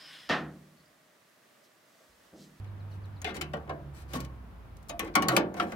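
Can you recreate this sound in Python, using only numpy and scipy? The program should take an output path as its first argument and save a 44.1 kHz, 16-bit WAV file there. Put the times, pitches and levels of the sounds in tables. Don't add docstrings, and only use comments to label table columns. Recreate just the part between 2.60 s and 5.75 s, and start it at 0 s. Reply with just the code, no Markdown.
import sys
import numpy as np
from scipy import signal
from scipy.fft import rfft, irfft
from scipy.io import wavfile
from scipy.ndimage import uniform_filter1d

SR = 44100
rng = np.random.default_rng(int(sys.argv[2]) if len(sys.argv) > 2 else 0)


def to_wav(s):
    ch = np.atleast_2d(s).T
    pcm = np.round(np.clip(ch, -1, 1) * 32767)
    wavfile.write(sys.argv[1], SR, pcm.astype(np.int16))


def natural_amplitude(level_db):
    exponent = np.asarray(level_db, float) / 20
    return 10 ** exponent


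N = 138915

# pitch_hz, level_db
LEFT_TILT = [(200, 0.5), (600, -2), (2000, 6), (5000, 3), (14000, 9.5)]
ALIKE_HZ = 1430
LEFT_RIGHT = np.array([[1], [-1]])


def curve(table, hz):
    points = np.array(table, float)
    return np.interp(np.log(np.maximum(hz, 1)), np.log(points[:, 0]), points[:, 1])


def unit(x):
    return x / np.sqrt(np.mean(x ** 2))


def walk(rate_hz):
    hold = int(SR / rate_hz)
    steps = np.repeat(rng.standard_normal(N // hold + 1), hold)
    return 2 ** .5 * uniform_filter1d(uniform_filter1d(steps, hold), hold)[:N]


def decay(t, t60_s):
    return np.exp(-np.log(1000) * t / t60_s)


def add(out, start_s, x):
    i = int(start_s * SR)
    out[:, i:i + x.shape[1]] += x[:, :N - i]


def pliers():
    blow = steel()
    left, right = knocks(blow) + ticks(blow) + scrapes(blow)
    return np.array([left, np.roll(right, int(0.00024 * SR))])


def knocks(blow):
    # start_s, level_db, boom_db (deck), bright_db, favoured pitch_hz
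    knock_events = [(.645, -20, -23.5, -27, 2380), (0.8115, -25, -16.5, -11, 2900),
                    (0.935, -31, -6, -22, 610), (1.094, -32, -4, -25, 1130), (1.534, -31, -4, -8.5, 4000),
                    (1.556, -54, -1.5, 9, 300), (2.295, -30.5, -12, -10.5, 700),
                    (2.393, -23.5, -12, -8, 1030), (2.553, -12.5, -9.5, -10.5, 1800),
                    (2.622, -26.5, -8, -6.5, 2700), (2.684, -15.5, -13, -8, 2800),
                    (2.719, -31.5, 1, -15.5, 400), (2.765, -14, -9, -5.5, 2740), (2.80, -41, 7, -26, 295),
                    (2.9989, -15.5, -19, -29.5, 1210)]
    out = np.zeros((2, N))
    for start_s, level_db, boom_db, bright_db, pitch_hz in knock_events:
        chatter_s = np.clip(.006 * natural_amplitude(.4 * (boom_db + 10)), .0005, .03)
        at = np.r_[0, rng.random(size=7)]
        hits = np.r_[1, .35 * rng.standard_normal(size=7)] * np.exp(-at)
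        push = np.zeros(int(chatter_s * SR) + 2)
        np.add.at(push, (at * chatter_s * SR).astype(int), hits)
        struck = signal.fftconvolve(blow(boom_db, bright_db, pitch_hz), push[None])
        add(out, start_s, natural_amplitude(level_db - 0.5) * struck)
    return out


def ticks(blow):
    # start_s, level_db, boom_db (deck), bright_db
    tick_events = [(0.044, -45, -26, -19), (0.455, -53, -7, -6), (0.6168, -39, -8, -1.5),
                   (0.7659, -27.5, -21, -11.5), (0.9689, -44.5, -4.5, -13), (1.603, -35, -21, 0),
                   (1.648, -38.5, -26, -8), (2.168, -53.5, -25, 0.5), (2.2277, -62, -16, 7),
                   (2.285, -56, -6, 10), (2.2912, -45, -10, 6), (3.034, -52, 18, -20), (1.075, -47, 6, -23),
                   (.8153, -27, -25, -6), (.667, -30, -15, -28), (2.4464, -46.5, 5, -1.5),
                   (2.4758, -35.5, -9, -21), (2.941, -39.5, 4, -7), (2.9674, -34, -0.5, -16),
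                   (3.029, -47.5, 2, -2), (3.1199, -33.5, 0.5, -10.5)]
    out = np.zeros((2, N))
    for start_s, level_db, boom_db, bright_db in tick_events:
        add(out, start_s, natural_amplitude(level_db - 4) * blow(boom_db, bright_db, 2160))
    return out


def scrapes(blow):
    # start_s, length_s, level_db, boom_db (deck), bright_db
    scrape_events = [(0.296, 0.079, -52.5, -14, -10), (0.647, 0.078, -27, -15.5, -29),
                     (0.738, 0.04, -32, -9, -11.5), (1.33, 0.12, -46.5, -15.5, -6.5),
                     (1.472, 0.2, -41, -12, -12.5), (1.536, 0.043, -29, -33, -10),
                     (2.398, 0.1, -39, -5.5, -18.5), (2.538, 0.0093, -32, -20, -31),
                     (2.63, 0.042, -36, 3, -31), (2.70, 0.096, -34, 2, -11), (2.952, 0.11, -39, 3, -9.5),
                     (3.049, 0.11, -43, -7, -12)]
    clicks_per_s, scatter_db, edge = 3700, 1.5, .17
    out = np.zeros((2, N))
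    for start_s, length_s, level_db, boom_db, bright_db in scrape_events:
        chance, sign, size = rng.random((3, int(length_s * SR)))
        u = np.linspace(0, 1, len(chance))
        push = (chance < clicks_per_s / SR) * np.sign(sign - .5) * natural_amplitude(-scatter_db * np.log(size + 1e-6))
        push = unit(push) / 30 * np.clip(np.minimum(u, (1 - u) / 2) / edge, 0, 1)
        struck = signal.fftconvolve(blow(boom_db, bright_db, 333, jaw_ring=0.11), push[None])
        add(out, start_s, natural_amplitude(level_db) * struck)
    return out


def steel():
    # pitch_hz, level_db
    deck_colour = [(60, -20.5), (150, -1.5), (326, -3.5), (730, -8), (1200, -10), (1580, -13), (2380, -15),
                   (8000, -31.5)]
    # pitch_hz, t60_s
    deck_ring = [(100, 1), (300, 0.64), (1000, 0.5), (2500, 0.21), (8000, 0.084)]
    # pitch_hz, level_db, t60_s
    bracket_modes = [(170.3, -5, 0.48), (140.3, -13, 0.37), (232.4, -12, 0.48), (275.2, -10.5, 0.53),
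                     (300, -8.5, 0.96), (331, -6.5, 0.92), (367.6, -6.5, 0.68), (604, -6.5, 0.7),
                     (709.5, -8.5, 0.63), (760, 3.5, 0.18), (1109, 9, 0.032), (1420, -7.5, 0.28),
                     (1886, -15, 0.12), (2338, -8.5, 0.11)]
    # pitch_hz, level_db, t60_s
    jaw_modes = [(4000, -18, 0.052), (5800, -7, .06), (6620, 3, 0.05), (6910, -27, .07), (8700, -10, 0.14),
                 (10500, -4, 0.044), (12300, -20, 0.093), (12740, -8, 0.071)]
    t = np.arange(int(.45 * SR)) / SR
    deck_hz = np.sort(rng.uniform(60 ** .5, 8000 ** .5, size=520) ** 2)
    deck_t60 = curve(deck_ring, deck_hz) * natural_amplitude(rng.standard_normal(len(deck_hz)))
    deck_db = curve(deck_colour, deck_hz) + 5 * np.log10(deck_hz / 1000) - 10
    bracket, jaw = np.array(bracket_modes), np.array(jaw_modes)
    hz = np.concatenate([deck_hz, bracket[:, 0], jaw[:, 0]])
    t60 = np.concatenate([deck_t60, bracket[:, 2], jaw[:, 2]])
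    base_db = np.concatenate([deck_db, bracket[:, 1] - 2, jaw[:, 1] - 19])
    is_jaw = np.arange(len(hz)) >= len(hz) - len(jaw)
    modes = rings(hz, t60, 3.75, t).astype(np.float32)
    low = 1 / (1 + (hz / 1530) ** 4)
    high = 1 / (1 + (5000 / hz) ** 4)
    crack_hz = 4280
    crack_band = np.r_[signal.butter(2, crack_hz, "high", fs=SR, output="sos"),
                       signal.butter(1, 11000, fs=SR, output="sos")]
    snap_band = signal.butter(2, [830, crack_hz], "band", fs=SR, output="sos")

    def blow(boom_db, bright_db, favour_hz, jaw_ring=1):
        chance = rng.standard_normal((3, len(hz)))
        chance[0] = np.where(is_jaw, jaw_ring * np.clip(chance[0], -1.5, 1.5), np.sign(chance[0]))
        chance[1] *= np.abs(chance[0])
        favour_db = 4 * np.exp(-(np.log2(hz / favour_hz) / 0.36) ** 2 / 2) * ~is_jaw
        mode_db = base_db + favour_db + 1.5 * chance[2] / 2
        mode_db = mode_db + low * (boom_db + 8.5) + high * (bright_db + 18)
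        gain = ears(hz, chance) * natural_amplitude(mode_db) / 4
        a, b = rng.standard_normal((2, len(t)))
        noise = np.array([a + 0.67 * b, a - 0.9 * b]) * natural_amplitude(2.2 * LEFT_RIGHT) * (1 - np.exp(-t / 0.00024))
        crack_env = decay(t, 0.026) + natural_amplitude(-16) * decay(t, 0.087)
        crack = natural_amplitude(2.5 + bright_db) * signal.sosfilt(crack_band, noise * crack_env)
        snap = signal.sosfilt(snap_band, noise[:, ::-1] * decay(t, 0.0037))
        snap = natural_amplitude(-4 - 0.42 * (boom_db + 10)) * snap
        return gain.astype(np.float32) @ modes + snap + crack
    return blow


def rings(hz, t60, rise_cycles, t):
    hz, t60 = np.asarray(hz, float)[:, None], np.clip(t60, .01, 2)[:, None]
    early = (1 + natural_amplitude(7) * decay(t, t60 * 0.48)) / 2
    rise = 1 - np.exp(-t * hz / rise_cycles)
    return np.sin(2 * np.pi * hz * t) * decay(t, t60) * early * rise


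def ears(hz, chance):
    apart = hz / np.hypot(hz, ALIKE_HZ)
    return (chance[0] + apart * LEFT_RIGHT * chance[1]) * natural_amplitude(LEFT_RIGHT * curve(LEFT_TILT, hz) / 2)


def standouts():
    # start_s, pitch_hz, level_db, t60_s
    grip_modes = [(.617, 6600, -38.5, .03), (.646, 755, -32.5, 0.097), (.65, 422, -36, 0.25),
                  (.655, 2090, -41, 0.38), (.65, 2860, -40, 0.22), (.675, 700, -32, 0.083),
                  (.65, 3500, -41.5, 0.19), (.647, 6470, -54, .12), (.811, 2220, -30, 0.033),
                  (.813, 1350, -37.5, 0.083), (.815, 2700, -46.5, 0.22), (.812, 7200, -35, 0.039),
                  (.937, 585, -29, 0.11), (.965, 450, -33.5, 0.13), (.937, 1900, -40, 0.11),
                  (1.094, 1050, -33, 0.087), (1.1, 673, -36.5, .4), (1.108, 1050, -33, 0.1),
                  (1.54, 168, -34.5, 0.51), (1.553, 1100, -33, 0.16), (1.6, 1080, -52, .6),
                  (1.556, 250, -30, .15), (2.297, 685, -41.5, 0.47), (2.298, 2526, -46, 0.15),
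                  (2.3, 3760, -45, 0.1), (2.296, 6610, -39, 0.056), (2.3, 10000, -57, 0.12),
                  (2.4, 1105, -31, 0.17), (2.395, 2040, -42, 0.26), (2.395, 2510, -39, 0.14),
                  (2.396, 8880, -64, .2), (2.428, 450, -32, 0.11), (2.558, 1102, -26, .5),
                  (2.68, 130, -30, .6), (2.57, 300, -25.5, 0.27), (2.56, 2230, -17.5, 0.047),
                  (2.622, 2900, -30, 0.036), (2.635, 300, -31, .15), (2.686, 1200, -28.5, 0.11),
                  (2.69, 1900, -31.5, 0.12), (2.71, 727, -24.5, 0.07), (2.7645, 2370, -17, .03),
                  (2.769, 196, -16, .05), (2.77, 1180, -23.5, 0.064), (2.773, 650, -27, .12),
                  (2.8, 300, -20.5, 0.056), (2.9985, 1320, -18, .06), (3.004, 1140, -22, 0.031),
                  (3.0, 3150, -34, 0.1), (3.121, 2060, -40, 0.041)]
    out, t = np.zeros((2, N)), np.arange(int(.4 * SR)) / SR
    flutter_db = 3 * walk(120)
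    for k, (start_s, hz, level_db, t60_s) in enumerate(grip_modes):
        turn = 2 * np.pi * hz * t + LEFT_RIGHT * np.pi / 4 * hz / np.hypot(hz, ALIKE_HZ)
        tone = np.sin(turn) + natural_amplitude(-7) * np.sin(turn * 1.0252)
        env = decay(t, max(t60_s, .01)) * (1 - np.exp(-t * hz / 1.62))
        flutter = np.roll(flutter_db, k * N // len(grip_modes))[:len(t)] * (1 - np.exp(-t / .015))
        tilt_db = LEFT_RIGHT * curve(LEFT_TILT, min(hz, 5000)) / 2
        add(out, start_s, natural_amplitude(level_db + tilt_db + flutter) * env * tone)
    return out


def bird():
    # start_s, level_db
    chirp_notes = [(0.062, -68), (0.193, -66.5), (0.31, -64), (.434, -63), (0.557, -63)]
    top_hz, end_hz, length_s = 5300, 3720, .029
    out, u = np.zeros((2, N)), np.linspace(0, 1, int(length_s * SR))
    hz = end_hz + (top_hz - end_hz) * (1 - u) ** 2.19
    note = np.sin(2 * np.pi * np.cumsum(hz) / SR) * np.sin(np.pi * u ** 0.98) * natural_amplitude(2.1 * np.sin(17 * u))
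    for start_s, level_db in chirp_notes:
        add(out, start_s, natural_amplitude(level_db) * note * natural_amplitude(.6 * LEFT_RIGHT))
        add(out, start_s + .018, natural_amplitude(level_db - 5) * note * LEFT_RIGHT)
    return out


def motor():
    # start_s, pitch_hz, level_db
    motor_speed = [
        (0, 99.9, -40),
        (.25, 99.6, -41.5),
        (.42, 98.6, -41.5),
        (.55, 98.8, -44),
        (.64, 89, -49.5),
    ]
    # multiple of pitch, level_db
    motor_orders = [(1.5, -18.5), (2, -29)]
    return drone(motor_speed, motor_orders, rough_db=4.0)


def engine():
    # start_s, pitch_hz, level_db
    engine_speed = [(.64, 83, -43), (.73, 75.9, -53), (.84, 74.1, -47), (1.08, 73.7, -51.5),
                    (1.34, 69.47, -48), (1.65, 66.77, -43), (1.95, 56.98, -50), (2.34, 51.6, -53),
                    (2.5, 50, -50), (2.6, 51.6, -62)]
    # multiple of pitch, level_db
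    engine_orders = [(2, -3.5), (4, -17)]
    return drone(engine_speed, engine_orders, rough_db=6.0)


def drone(speed, orders, rough_db):
    (at_s, pitch_hz, level_db), t = np.array(speed).T, np.arange(N) / SR
    hz = np.interp(t, at_s, pitch_hz)
    turn = 2 * np.pi * np.cumsum(hz) / SR
    since_start = (t - at_s[0]) + (at_s[0] < .01)
    gate = np.clip(np.minimum(since_start, at_s[-1] - t) / 0.02 + .5, 0, 1)
    fade_db = 0.36 * np.minimum(hz - 75, 0)
    x = np.sin(turn)
    for k, order_db in orders:
        x = x + natural_amplitude(order_db + fade_db + rough_db * walk(12.02)) * np.sin(k * turn + k)
    return 2 ** .5 * x * natural_amplitude(np.interp(t, at_s, level_db)) * gate


def air():
    # pitch_hz, level_db
    air_colour = [(15, -55), (25, -18), (43, -11.5), (80, -3), (457, -24), (1120, -25), (4730, -47.5),
                  (14800, -61.5), (16500, -56)]
    f, out, power = np.fft.rfftfreq(N, 1 / SR), 0, 0
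    swell_db = walk(0.51)
    for hz in 28 * 2 ** np.arange(10):
        octaves = np.clip(np.log2(np.maximum(f, 1) / hz), -1, 1)
        shape = natural_amplitude(curve(air_colour, f)) * np.clip(np.cos(np.pi / 2 * octaves), 0, 1)
        mid, side = irfft(rfft(rng.standard_normal((2, N))) * shape, N)
        power = power + np.mean(mid ** 2) * (hz > 120)
        width = (1 / 4 + hz / np.hypot(hz, 700)) * 0.74
        out = out + natural_amplitude(swell_db + 0.2 * walk(8.54)) * (mid + width * side * LEFT_RIGHT)
    return out * natural_amplitude(-56) / np.sqrt(power)


def scene():
    low = (motor() + engine()) * natural_amplitude(-1.2 * LEFT_RIGHT)
    return pliers() + standouts() + bird() + low + air()


def band_limit(x):
    return signal.sosfilt(signal.butter(12, 16990, fs=SR, output="sos"), x)


def record(dry):
    hiss_band = signal.butter(2, [9500, 16500], "band", fs=SR, output="sos")
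    hiss = natural_amplitude(-72.5) * signal.sosfilt(hiss_band, rng.standard_normal(dry.shape))
    top_cut = signal.cheby1(12, .5, 15900, fs=SR, output="sos")
    return band_limit(signal.sosfilt(top_cut, dry + hiss))


dry = scene()
out = record(dry)
to_wav(out)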